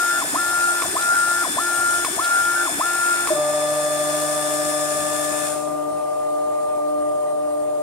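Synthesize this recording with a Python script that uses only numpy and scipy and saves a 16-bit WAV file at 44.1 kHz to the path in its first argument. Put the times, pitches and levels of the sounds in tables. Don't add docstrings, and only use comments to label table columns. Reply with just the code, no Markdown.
import sys
import numpy as np
from scipy import signal
from scipy.io import wavfile
from scipy.ndimage import uniform_filter1d, map_coordinates

SR = 44100
rng = np.random.default_rng(int(sys.argv[2]) if len(sys.argv) > 2 else 0)


def log_audio(samples):
    frames = np.atleast_2d(samples).T
    limited = np.clip(frames, -1, 1)
    pcm = np.round(limited * 32767).astype(np.int16)
    wavfile.write(sys.argv[1], SR, pcm)


N = 344862
T = np.arange(N) / SR


def gain_of(db):
    return 10 ** (np.asarray(db) / 20)


def evened(x):
    return x / np.sqrt(np.mean(x ** 2) + 1e-20)


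def columns(rows, at):
    x, *rest = np.transpose(rows)
    return [np.interp(at, x, c) for c in rest]


def wander(hz):
    knots = rng.standard_normal(int(N / SR * hz) + 4)
    return evened(map_coordinates(knots, [T * hz], order=3))


def tone(angle, left_db, right_db, left_lead_rad):
    left = gain_of(left_db) * np.cos(angle)
    right = gain_of(right_db) * np.cos(angle - left_lead_rad)
    return np.sqrt(2) * np.array([left, right])


def resonate(x, hz, width_hz):
    turn, r = np.exp(2j * np.pi * hz * T), np.exp(-np.pi * width_hz / SR)
    return 2 * (turn * signal.lfilter([1 - r], [1, -r], x / turn)).real


# hz, likeness_0_1, left_lead_rad, left_minus_right_db
PORT_NOISE = [(40, 0.3, 2.2, -14), (150, 1, 1.6, -3), (402, 0.87, 0.42, -1), (1080, 0.85, 1.47, 0.5),
              (2050, 0.42, 1.75, -0.1), (7540, 0, 0.53, 4.5), (13000, 0, 0.63, 2)]


def noise(spectrum, patchy_db, bands_db=0):
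    frames, hz = N // 256 + 5, np.fft.rfftfreq(1024, 1 / SR)

    def read(rows):
        table_hz, *rest = np.transpose(rows)
        return [np.interp(np.log(hz + 1), np.log(table_hz), c)[:, None] for c in rest]

    same, lead, tilt_db = read(PORT_NOISE)
    same = np.clip(same, 0, 1)
    a, b, c, d, patches = rng.standard_normal((frames, 513, 5)).T
    patches = evened(uniform_filter1d(uniform_filter1d(patches, 10, 0), 8, 1))
    knots = uniform_filter1d(rng.standard_normal((2, 513, 8)), size=4, axis=1)
    bands = evened(signal.resample(knots, frames, axis=2)) if bands_db else 0
    left = a + 1j * b
    right = same * left * np.exp(-1j * lead) + np.sqrt(1 - same ** 2) * (c + 1j * d)
    ports = np.array([left * gain_of(tilt_db / 2), right / gain_of(tilt_db / 2)])
    shape = gain_of(read(spectrum)[0] + patchy_db * patches + bands_db * bands)
    return evened(signal.istft(ports * shape, nperseg=1024, noverlap=768)[1][:, :N])


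FIRST_PASS_S, PASS_S = .325, .6133
BRAKE_S, LAST_BRAKE_S = .494, 3.272
PICKUP_S, STOP_S = .095, .073
OUT_LATE_S = .005
TURN_LEAD_S = .043


def place_s():
    return abs((T - FIRST_PASS_S + TURN_LEAD_S + PASS_S) % (2 * PASS_S) - PASS_S)


def trip_s():
    return (T - FIRST_PASS_S) % (2 * PASS_S)


def pass_s():
    return (T - FIRST_PASS_S) % PASS_S


def carriage_speed():
    late_s = OUT_LATE_S * (trip_s() < PASS_S)
    rise = 1 - np.clip(1 - (pass_s() - late_s) / PICKUP_S, 0, 1) ** 4.0
    fall = np.clip(1 - (pass_s() - BRAKE_S) / STOP_S, 0, 1)
    return abs(uniform_filter1d(rise * fall * (T < LAST_BRAKE_S + STOP_S), size=300))


CARRIAGE_HZ = 349


def step_angle(speed):
    return 2 * np.pi * CARRIAGE_HZ * np.cumsum(speed) / SR


def motor_effort():
    return gain_of(-5.5 * uniform_filter1d(1. * (pass_s() > BRAKE_S), size=300))


# place_s, left_db, right_db, left_lead_rad
STEP_WHINE = [(.1, -21.5, -23.5, 0.9), (.22, -20, -24, 0.6), (.34, -17.5, -21, 1.5), (.41, -18.5, -21, 1.5),
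              (.51, -25.5, -26.5, 1.15)]
# trip_s, left_db, right_db, left_lead_rad
STEP_LOW = [(.07, -42, -38.5, 0.96), (.49, -39.5, -36, 0.67), (.74, -61, -53, .2), (1.0, -42.5, -42, 0.86),
            (1.1, -38, -36, 1)]
RETURN_DB = 1.5


def carriage_motor():
    speed, trip = carriage_speed(), trip_s()
    angle = step_angle(speed)
    flutter = gain_of(1.14 * wander(60) + RETURN_DB * (trip > PASS_S))
    whine = speed ** 1.32 * motor_effort() * flutter * tone(4 * angle, *columns(STEP_WHINE, place_s()))
    octave = speed ** 4 * gain_of(3 * wander(12)) * tone(8 * angle, -51, -51, 2)
    low = speed ** 4 * gain_of(2 * wander(20)) * tone(angle, *columns(STEP_LOW, trip))
    return whine + octave + low


# hz, width_hz, level_db
FRAME_MODES = [(268, 340, -38.5), (668, 137, -23.5), (1041, 128, -18.5)]


def frame_ring():
    speed = carriage_speed()
    drive = (speed > .05) * motor_effort() * tone(4 * step_angle(speed), 0, -0.72, 0.93)
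    out = 0
    for hz, width_hz, db in FRAME_MODES:
        out += gain_of(db) * resonate(resonate(drive, hz, 2 * width_hz), hz, width_hz)
    return out


# hz, density_db_per_hz
RAIL_SPECTRUM = [(100, -36), (345, -26), (520, -32.5), (620, -10), (760, -9), (900, -18), (1400, -12),
                 (2200, -68)]


def rail_rumble():
    return gain_of(-34.5) * carriage_speed() ** 0.08 * noise(RAIL_SPECTRUM, patchy_db=1.2)


# hz, density_db_per_hz
WHITE = [(1, 0)]
# trip_s, level_db, half_length_s
CHAIN_RATTLES = [(0.82, -28, .035), (1.05, -30, 0.056)]
CHAIN_REST_DB = -45


def cable_chain():
    links = resonate(resonate(noise(WHITE, patchy_db=1.5), 1515, 160), 1518, 28)
    level = gain_of(CHAIN_REST_DB)
    for s, db, half_s in CHAIN_RATTLES:
        level = level + gain_of(db) * np.exp(-((trip_s() - s) / half_s) ** 4)
    return level * evened(links) * (T < LAST_BRAKE_S)


# place_s, left_db, right_db, left_lead_rad
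BLADE_RIDING = [(.03, -34.5, -33.5, 3.7), (.12, -31, -35.5, 1), (.37, -36, -41, 0.94),
                (.49, -30.5, -46, 2.7), (.61, -35.5, -47, 3.4)]
# place_s, left_db, right_db, left_lead_rad
BLADE_2_RIDING = [(0, -34, -48, 1.5), (.1, -38, -46, -1.5), (.2, -44, -45, -1.8), (.32, -48, -49, -3.2),
                  (.46, -40, -50, -3), (.6, -38, -49, -4.5)]
# time_s, left_db, right_db, left_lead_rad
BLADE_PARKED = [(3.3, -35, -43, 4.2), (5.46, -32.5, -39.5, 4.1), (5.49, -44, -41, 5.1)]
# time_s, left_db, right_db, left_lead_rad
BLADE_2_PARKED = [(3.5, -41.5, -47, -.6), (4.1, -38, -49, 0), (4.85, -45, -40, -1.5), (5.3, -50, -52, -1.5)]
WEAK_MULTIPLES = [16, 84, 112]
# left_db, right_db, left_lead_rad
WEAK_PORTS = [(-49.5, -52, 1.2), (-41.5, -58, 2.3), (-43, -50, 2.8)]
# hz, density_db_per_hz
HISS_SPECTRUM = [(800, -21), (1400, -7.5), (1780, -10.5), (1950, -13.5), (2670, -14), (2910, -21),
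                 (3580, -11.5), (3950, -20.5), (4250, -14.5), (4550, -19.5), (5060, -11.5), (6230, -15),
                 (7100, -7), (7800, -11.5), (8500, -3), (12700, -19), (15800, -25.5)]
# time_s, level_db
HISS_COURSE = [(0, -25.5), (3.29, -25), (3.4, -29.5), (4.2, -26.5), (5.45, -27)]
BLOWER_HZ, BLADE_COUNT = 62.34, 28
OFF_S, RUNDOWN_S = 5.475, .34


def blower():
    speed = np.exp(-np.maximum(T - OFF_S, 0) / RUNDOWN_S)
    hunting = 1 + 0.000195 * wander(3.92)
    angle = 2 * np.pi * BLOWER_HZ * np.cumsum(speed * hunting) / SR
    moving = T < BLADE_PARKED[0][0]
    ports = np.where(moving, columns(BLADE_RIDING, place_s()), columns(BLADE_PARKED, T))
    ports_2 = np.where(moving, columns(BLADE_2_RIDING, place_s()), columns(BLADE_2_PARKED, T))
    tones = tone(BLADE_COUNT * angle, *ports)
    tones += speed ** 12 * gain_of(2.2 * wander(9.8)) * tone(2 * BLADE_COUNT * angle, *ports_2)
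    for k, weak_ports in zip(WEAK_MULTIPLES, WEAK_PORTS):
        tones += speed ** (k / 3) * gain_of(2.2 * wander(5)) * tone(k * angle, *weak_ports)
    tones *= speed ** 2.6 * gain_of(4 * wander(45) * (T > OFF_S))
    pulsing = gain_of(0.8 * np.cos(angle) + 0.35 * np.cos(2 * angle) + 0.4 * wander(40))
    hiss = gain_of(columns(HISS_COURSE, T)[0]) * noise(HISS_SPECTRUM, patchy_db=0.8, bands_db=2.2)
    return tones + hiss * pulsing * speed ** 2.65


# hz, density_db_per_hz
FAN_SPECTRUM = [(60, -19), (230, -16), (400, -12.5), (520, -18.5), (800, -9.5), (1250, -19), (1830, -25.5),
                (1950, -20.5), (2070, -28), (3500, -31.5), (6900, -31.5), (7200, -23), (7420, -27),
                (7800, -32), (8800, -18), (10000, -28), (15800, -39.5)]
# time_s, change_db
FAN_COURSE = [(5.8, -1.5), (7.8, -4.5)]
# hz, left_db, right_db, left_lead_rad
FAN_HUM = (347.6, -53.5, -53, 1.0)
# time_s, left_db, right_db, left_lead_rad
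LOW_HUM = [(3.3, -51.5, -50.5, .8), (6.5, -47, -45, 1.2)]
FAN_DB, HUM_HZ, HUM_START_RAD = -37, 297.49, .84


def fan():
    hz, *ports = FAN_HUM
    hum = tone(2 * np.pi * hz * T, *ports)
    hum += tone(2 * np.pi * HUM_HZ * T + HUM_START_RAD, *columns(LOW_HUM, T))
    return hum + gain_of(FAN_DB + columns(FAN_COURSE, T)[0]) * noise(FAN_SPECTRUM, patchy_db=1.97)


THUD_DB, THUD_HALF_S = -34.5, 0.076
THUD_NEAR_HZ, THUD_FAR_HZ = 295, 340


def turn_thuds():
    to_turn = (T - FIRST_PASS_S + 0.015 + PASS_S / 2) % PASS_S - PASS_S / 2
    swell = gain_of(THUD_DB) * np.exp(-(to_turn / THUD_HALF_S) ** 2) * (T < LAST_BRAKE_S + .12)
    ring_hz = np.where(place_s() > PASS_S / 2, THUD_FAR_HZ, THUD_NEAR_HZ)
    return swell * evened(resonate(resonate(noise(WHITE, patchy_db=1.5), ring_hz, 220), ring_hz, 42))


# start_s, blow_db
KNOCK_BLOWS = [(0.821, -26.5), (2.047, -26), (3.273, -27)]
# hz, level_db, t60_s
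KNOCK_MODES = [(1130, 9.5, 0.032), (2300, 0, 0.035)]
SHAKE_DB, SHAKE_T60_S = 0, .15


def far_knocks():
    t = np.arange(3000) / SR
    ring = sum(gain_of(db - 60 * t / t60_s) * np.sin(2 * np.pi * hz * t) for hz, db, t60_s in KNOCK_MODES)
    grain = uniform_filter1d(rng.standard_normal(len(t)), size=6)
    ring += gain_of(11 - 60 * t / 0.045) * np.minimum(t / 0.0007, 1) * grain
    blows = np.zeros(N)
    for s, db in KNOCK_BLOWS:
        blows[round(s * SR)] = gain_of(db)
    sizzle = signal.oaconvolve(blows, gain_of(SHAKE_DB - 60 * t / SHAKE_T60_S))[:N]
    return signal.oaconvolve(blows, ring)[:N] + sizzle * noise(HISS_SPECTRUM, patchy_db=1)


# peak_s, level_db
RETURN_TICKS = [(1.021, -34), (2.248, -33)]
TICK_HZ, TICK_WIDTH_HZ, TICK_HALF_S = 3810, 1300, 0.015


def return_ticks():
    puffs = sum(gain_of(db) * np.exp(-((T - s) / TICK_HALF_S) ** 2) for s, db in RETURN_TICKS)
    return puffs * evened(resonate(rng.standard_normal(N), TICK_HZ, TICK_WIDTH_HZ))


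BED_ON_S, BED_RISE_S = 3.3, 0.062


def bed_rise():
    return np.clip((T - BED_ON_S) / BED_RISE_S, 0, 1) ** 3


# time_s, share_to_second_place, loss_db_per_multiple_above_4,
# fourth_multiple_lead_stray_rad
MIC_SWING = [(3.9, 0.09, 0, 0), (5.0, 0.27, 0.5, -.4), (5.7, 0.58, 0.5, .15), (6.3, 0.97, -0.24, .65),
             (7.0, 1, -0.3, -.2), (7.82, 0.95, -2.5, -.1)]
BED_PARTIALS = [(k, 0) for k in (1, 2, 3, 4, 5, 6, 8)] + [(4, -1), (4, 1), (4, 2), (8, -1)]
BED_PORTS = [(-46.8, -41, 0.96, -61, -54, -0.9, -1.35), (-34.5, -32.5, 1.1, -40, -36, 1.44, -1.3),
             (-59, -40, 1.3, -47.5, -41, 0.94, -1.8), (-25.6, -25.2, .15, -21.6, -23.2, -3.7, -.9),
             (-34.5, -42, -0.35, -36.5, -42, -5.3, -0.47), (-48, -53, -.2, -52, -47, .2, -2.2),
             (-38.5, -28.5, -0.12, -32.5, -32.5, 0.87, -1.16), (-47, -46, -.05, -45.5, -46.3, .58, .03),
             (-33.5, -32.5, -.89, -36, -43, -1.18, -.85), (-41, -44, -1.6, -44.5, -41, -.24, -.3),
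             (-46, -46, -.4, -49, -46, .3, -1.6)]
# time_s, change_db
SECOND_COURSE = [(3.5, -5), (4.2, 1), (5.2, 2), (5.8, 3.5), (6.4, -5.5), (7.0, 4.5), (7.3, -3), (7.8, 1.5)]
BED_HZ, SHAFT_HZ, SHAFT_START_RAD = 149.66, 13.39, 1.4
SETTLE_DB, SETTLE_S = 6, 0.58


def bed_motor():
    angle = 2 * np.pi * BED_HZ * T
    shaft = 2 * np.pi * SHAFT_HZ * T + SHAFT_START_RAD
    share, loss_db, stray = columns(MIC_SWING, T)
    share, out = np.clip(share, 0, 1), 0
    for (k, turns), ports in zip(BED_PARTIALS, BED_PORTS):
        l1, r1, lead1, l2, r2, lead2, slip = ports
        flipped = (k, turns) in BED_PARTIALS[-2:]
        a = k * (angle + k) + turns * shaft + np.pi * flipped
        db = (0.4 + .3 * abs(turns)) * wander(3.1)
        db += loss_db * max(k - 4, 0)
        db += SETTLE_DB * np.exp(-abs(T - BED_ON_S) / SETTLE_S) * ((k, turns) == (4, 0))
        db += columns(SECOND_COURSE, T)[0] * (k == 2)
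        first = (1 - share) * tone(a, l1, r1, lead1)
        second = share * tone(a + slip, l2, r2, lead2 + stray * (k == 4))
        out += gain_of(db) * (first + second)
    return out * bed_rise()


# hz, left_db_1, right_db_1, left_db_2, right_db_2, left_lead_rad
BED_THIN = [(620.35, -41.5, -44, -50, -45, -.9), (695.4, -41, -44, -56, -50, .3)]


def bed_lines():
    share, out = np.clip(columns(MIC_SWING, T)[0], 0, 1), 0
    for hz, l1, r1, l2, r2, lead in BED_THIN:
        out -= tone(2 * np.pi * hz * T, l1 + share * (l2 - l1), r1 + share * (r2 - r1), lead)
    return out * bed_rise()


# hz, width_hz, first_db, last_db
BED_BANDS = [(632, 25, -41, -50), (753, 270, -36.5, -58), (1170.5, 5, -48, -51)]


def bed_noise():
    since = T - BED_ON_S
    source, run, out = noise(WHITE, patchy_db=0.5), np.clip(since / since[-1], 0, 1), 0
    for hz, width_hz, db1, db2 in BED_BANDS:
        band = evened(resonate(resonate(source, hz, 3 * width_hz + 30), hz, width_hz))
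        out += gain_of(db1 + (db2 - db1) * run) * band
    return out * bed_rise()


JOLT_DB, JOLT_RISE_S, JOLT_HOLD_S, JOLT_FALL_S = -18, 0.007, 0.024, 0.025


def bed_jolt():
    since = T - BED_ON_S
    fall = 1 - (since - JOLT_RISE_S - JOLT_HOLD_S) / JOLT_FALL_S
    pulse = np.clip(np.minimum(since / JOLT_RISE_S, fall), 0, 1) ** 2
    ring = tone(2 * np.pi * 622 * T, JOLT_DB, JOLT_DB, 0.74)
    ring += tone(2 * np.pi * 345 * T, JOLT_DB - 10, JOLT_DB - 6.5, 0.94)
    return pulse * ring


def scene():
    carriage = carriage_motor() + frame_ring() + rail_rumble() + cable_chain()
    air = blower() + fan()
    reversals = turn_thuds() + far_knocks() + return_ticks()
    bed = bed_motor() + bed_lines() + bed_noise() + bed_jolt()
    return carriage + air + reversals + bed


EDGE_HZ = 15800


def record(dry):
    thin = signal.sosfilt(signal.butter(4, 52, "high", fs=SR, output="sos"), dry)
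    low_pass = signal.firwin(1023, EDGE_HZ, window=("kaiser", 12), fs=SR)
    return signal.oaconvolve(thin, low_pass[None], "same")


dry = scene()
out = record(dry)
log_audio(out)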